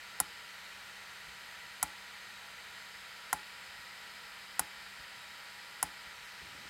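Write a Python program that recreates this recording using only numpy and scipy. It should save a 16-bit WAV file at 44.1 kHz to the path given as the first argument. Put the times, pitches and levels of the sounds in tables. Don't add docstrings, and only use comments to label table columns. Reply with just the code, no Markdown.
import sys
import numpy as np
from scipy import signal
from scipy.fft import rfft, irfft, next_fast_len
from scipy.io import wavfile

SR = 44100
rng = np.random.default_rng(int(sys.argv[2]) if len(sys.argv) > 2 else 0)


def file_out(sig):
    cols = np.atleast_2d(sig).T
    lim = np.clip(cols, -1, 1)
    pcm = np.round(lim * 32767).astype(np.int16)
    wavfile.write(sys.argv[1], SR, pcm)


N = 295029
TIME = np.arange(N) / SR

# t/s, housing level/dB, board level/dB, desk level/dB,
# housing tilt/(dB per octave), board tilt/(dB per octave); more tilt is brighter
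SNAPS = [(0.2016, 0.5, -2.3, 2.5, -1, 0), (1.8281, 0.5, 0.2, 2.5, -2, 0.3), (3.329, -3.3, 3.5, 1, 0.5, 1),
         (4.5942, 0, -1.5, 2.5, 0, 1), (5.828, -0.9, -1, 3, -3.5, -1)]
# f/Hz, level/dB before tilt and scatter, time to fall 60 dB/s
HOUSING_MODES = [(5150, -28.5, .006), (6030, -35, .018), (6700, -28.5, .012), (7290, -33, .022),
                 (7660, -34.5, .026), (8000, -29.5, .022), (8330, -41, .03), (8780, -32, .019),
                 (9170, -33, .024), (9780, -21.3, .015), (10120, -38, .03), (10530, -21, .011),
                 (10880, -26.5, .0136), (11330, -31, .016), (11950, -25, .007), (12430, -30, .018),
                 (13100, -27, .013), (13850, -34, .014), (14850, -29, .013), (15500, -34, .012)]
BOARD_MODES = [(728, -30.5, .04), (812, -31.5, .042), (850, -44, .27), (904, -31.5, .048), (963, -52, .08),
               (1032, -26, .024), (1318, -39.5, .045), (1382, -22, .0155), (1520, -26.5, .006),
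               (1850, -29.5, .0105), (2020, -26.5, .0135)]
DESK_MODES = [(58.6, -49, 0.12), (87, -58.5, 0.19), (143, -49.5, 0.099), (181, -52.5, 0.19),
              (270, -49, 0.1), (309.5, -58.5, 0.28), (392, -61, 0.27), (537, -39.5, 0.023)]
BOARD_BASS_HZ = 430
# f/Hz, relative level/(dB per Hz)
TAIL_COLOUR = [(200, -35), (600, 8.5), (850, 6), (1400, 11), (3000, -6.5), (6000, -3.5), (10000, 1),
               (12000, -7), (16000, -12)]

# t/s, level/dB
BUMPS = [(1.271, -5), (3.78, -8), (4.819, -12), (4.991, -4), (6.06, -6), (6.419, -6.5), (6.542, -9),
         (6.648, -10)]
RESTING_BUMP_HZ, SLIDING_BUMP_HZ = 109, 330
# f/Hz, relative level/(dB per Hz)
SLIDE_COLOUR = [(25, -22), (70, 9), (150, -3), (320, -2), (500, -11), (1500, -40), (16000, -80)]
SLIDE_START_S, SLIDE_ATTACK_S, SLIDE_HOLD_S = 6.38, 0.04, 0.2
SLIDE_DB, SLIDE_FADE_DB_PER_S = -65.5, 30

# f/Hz, relative level/(dB per Hz)
AIR_COLOUR = [(25, -20), (58, -8), (95, -11.5), (130, -11), (300, -17), (520, -10.5), (1100, -8),
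              (1400, -2.5), (2100, -4), (3300, -7.5), (5050, -10.5), (5700, -19.5), (8800, -20.5),
              (9400, -22.5), (13000, -21.5), (16000, -31)]
AIR_DB = -49.5
# f/Hz, width/Hz, boost/dB
AIR_PEAKS = [(835, 8.1, 10.5), (1368, 110, 4.5), (1923, 194, 6.5), (2430, 250, 2.5), (3030, 160, 3),
             (3840, 75, 5), (4280, 200, 4.5), (4740, 70, 5), (5200, 47, 3.5), (6330, 430, 6.5),
             (7510, 590, 6.5), (8300, 170, 2.5), (8770, 220, 4.5), (12700, 730, -1)]
FAN_HZ = 192.6
# multiple of the hum, rms level/dB before wavering and the hand's colouring
FAN_TONES = [(1, -74), (2.5, -80.5), (5, -66.5), (12, -68), (16, -69.5), (20, -71)]

# t/s, relative position
REACH = [(0, 0), (.33, 1.5), (.5, 0), (1.0, .03), (1.6, 0.5), (2.6, 0.2), (3.2, 1.4), (6.08, 1.5),
         (6.15, 0), (6.23, -0.3), (6.33, -3.1), (6.69, -2.5)]
NOTCH_HZ, NOTCH_OCTAVES_PER_REACH, NOTCH_DB = 5140, 0.2, 2.6
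CLEAR_REACH, CLEAR_SPAN, CLEAR_NOTCH_DB = -1.1, 0.68, 9
GAP_HZ, GAP_OCTAVES_PER_REACH, GAP_DB, OPEN_GAP_DB = 5530, -0.085, 2.5, 4.5
OPENING_REACH = 0.25


def switches():
    out = np.zeros(N)
    for snap_s, housing_db, board_db, desk_db, housing_tilt_db, board_tilt_db in SNAPS:
        click = strike(HOUSING_MODES, scatter_db=2.0, tilt_db=housing_tilt_db)
        click = click + crack(level_db=-26.0, low_hz=1790, high_hz=5500, t60=0.016)
        housing = near_echoes(click, level_db=-13, first_s=0.002, last_s=0.014, t60=0.03)
        add(out, snap_s, from_db(housing_db) * housing)
        add(out, snap_s, from_db(board_db) * board_knock(board_tilt_db))
        desk_delay_s = 0.00329
        add(out, snap_s + desk_delay_s, from_db(desk_db) * desk_thud(bloom_s=0.0057))
        tail = room_tail(early_db=-34.5, early_t60=0.03, late_db=-47, late_t60=0.25, build_s=0.00058)
        add(out, snap_s, from_db((housing_db + board_db) / 2) * tail)
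    return out


def strike(modes, scatter_db, tilt_db=0, size=16000):
    out = np.zeros(size)
    centre_hz = np.mean([mode[0] for mode in modes])
    for k, (hz, db, t60) in enumerate(modes):
        scatter = scatter_db * rng.standard_normal()
        tilt = tilt_db * np.log2(hz / centre_hz)
        gain = from_db(db + scatter + tilt)
        direction = (-1) ** k
        out += direction * gain * dying(t60) * np.sin(2 * np.pi * hz * TIME[:size])
    return out


def crack(level_db, low_hz, high_hz, t60, size=16000):
    burst = from_db(level_db) * rng.standard_normal(size) * dying(t60)
    band = signal.butter(2, [low_hz, high_hz], "band", fs=SR, output="sos")
    return signal.sosfilt(band, burst)


def near_echoes(click, level_db, first_s, last_s, t60, count=24):
    out = click.copy()
    delays_s = rng.uniform(first_s, last_s, count)
    signs = rng.choice([-1, 1], count)
    for delay_s, sign in zip(delays_s, signs):
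        lag = max(1, int(delay_s * SR))
        gain = from_db(level_db - 60 * delay_s / t60)
        out[lag:] += sign * gain * click[:-lag]
    return out


def board_knock(tilt_db):
    ring = strike(BOARD_MODES, scatter_db=0.5, tilt_db=tilt_db)
    return signal.sosfilt(signal.butter(2, BOARD_BASS_HZ, "high", fs=SR, output="sos"), ring)


def desk_thud(bloom_s, size=16000):
    bloom = 1 - np.exp(-TIME[:size] / bloom_s)
    return strike(DESK_MODES, scatter_db=1) * bloom


def room_tail(early_db, early_t60, late_db, late_t60, build_s, size=16000):
    early = from_db(early_db) * dying(early_t60)
    late = from_db(late_db) * dying(late_t60)
    build_up = 1 - np.exp(-TIME[:size] / build_s)
    return coloured_noise(TAIL_COLOUR, size) * (early + late) * build_up


def hand_on_desk():
    age = TIME - SLIDE_START_S
    fade_db = SLIDE_FADE_DB_PER_S * np.maximum(age - SLIDE_ATTACK_S - SLIDE_HOLD_S, 0)
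    attack = np.clip(age / SLIDE_ATTACK_S, 0, 1)
    out = attack * from_db(SLIDE_DB - fade_db) * coloured_noise(SLIDE_COLOUR, N)
    for bump_s, db in BUMPS:
        soft_hz = SLIDING_BUMP_HZ if bump_s > SLIDE_START_S else RESTING_BUMP_HZ
        softener = signal.butter(2, soft_hz, fs=SR, output="sos")
        bump = signal.sosfilt(softener, strike(DESK_MODES, scatter_db=1.5))
        add(out, bump_s, from_db(db) * bump)
    return out


def fan_air(flutter_db):
    air = coloured_noise(AIR_COLOUR, next_fast_len(N))[:N]
    resonant = np.zeros(N)
    for hz, width_hz, boost_db in AIR_PEAKS:
        b, a = signal.iirpeak(hz, hz / width_hz, fs=SR)
        resonant += (from_db(boost_db) - 1) * signal.lfilter(b, a, air)
    return from_db(AIR_DB + flutter_db * drift(14)) * rms_one(air + resonant)


def fan_whine(wobble, waver_db):
    speed_hz = FAN_HZ * (1 + wobble * drift(5))
    turn = 2 * np.pi * np.cumsum(speed_hz) / SR
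    top_multiple = FAN_TONES[-1][0]
    out = np.zeros(N)
    for multiple, db in FAN_TONES:
        waver = waver_db * np.sqrt(multiple / top_multiple) * drift(14)
        out += np.sqrt(2) * from_db(db + waver) * np.sin(multiple * turn)
    return out


def past_the_hand(x, peak_width_hz, notch_width_hz):
    hz, t, frames = signal.stft(x, SR, nperseg=512)
    reach = np.interp(t, *np.transpose(REACH))

    peak_hz = GAP_HZ * 2 ** (GAP_OCTAVES_PER_REACH * np.maximum(reach, 0))
    closed = np.clip(reach / OPENING_REACH, 0, 1)
    boost_db = OPEN_GAP_DB + (GAP_DB - OPEN_GAP_DB) * closed

    notch_hz = NOTCH_HZ * 2 ** (NOTCH_OCTAVES_PER_REACH * reach)
    near = np.clip(1 + (reach - CLEAR_REACH) / CLEAR_SPAN, 0, 1)
    cut_db = NOTCH_DB * near + CLEAR_NOTCH_DB * bell(reach, CLEAR_REACH, CLEAR_SPAN)

    peak = boost_db * bell(hz[:, None], peak_hz, peak_width_hz)
    notch = cut_db * bell(hz[:, None], notch_hz, notch_width_hz)
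    return signal.istft(frames * from_db(peak - notch), SR)[1][:N]


def from_db(db):
    return 10 ** (np.asarray(db) / 20)


def rms_one(x):
    return x / np.sqrt(np.mean(x ** 2) + 1e-20)


def add(track, start_s, sound):
    at = int(round(start_s * SR))
    track[at:at + len(sound)] += sound[:N - at]


def coloured_noise(spectrum, size):
    hz, db = np.transpose(spectrum)
    log_hz = np.log(np.fft.rfftfreq(size, 1 / SR) + 1)
    gain = from_db(np.interp(log_hz, np.log(hz), db))
    white = rfft(rng.standard_normal(size))
    return rms_one(irfft(white * gain, size))


def drift(rate):
    knots = rng.standard_normal(400)
    return np.interp(TIME * rate, np.arange(len(knots)), knots)


def dying(t60, size=16000):
    return np.exp(-np.log(1000) * TIME[:size] / t60)


def bell(x, centre, width):
    return np.exp(-((x - centre) / width) ** 2)


def scene():
    fan = fan_air(flutter_db=0.14) + fan_whine(wobble=0.00058, waver_db=1.5)
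    fan = past_the_hand(fan, peak_width_hz=350, notch_width_hz=370)
    return np.tile(switches() + hand_on_desk() + fan, (2, 1))


def record(dry):
    bass_hz, top_hz = 38, 16000
    thin = signal.sosfilt(signal.butter(2, bass_hz, "high", fs=SR, output="sos"), dry)
    steep_cut = signal.ellip(8, 0.1, 80, top_hz, fs=SR, output="sos")
    return signal.sosfilt(steep_cut, thin)


dry = scene()
out = record(dry)
file_out(out)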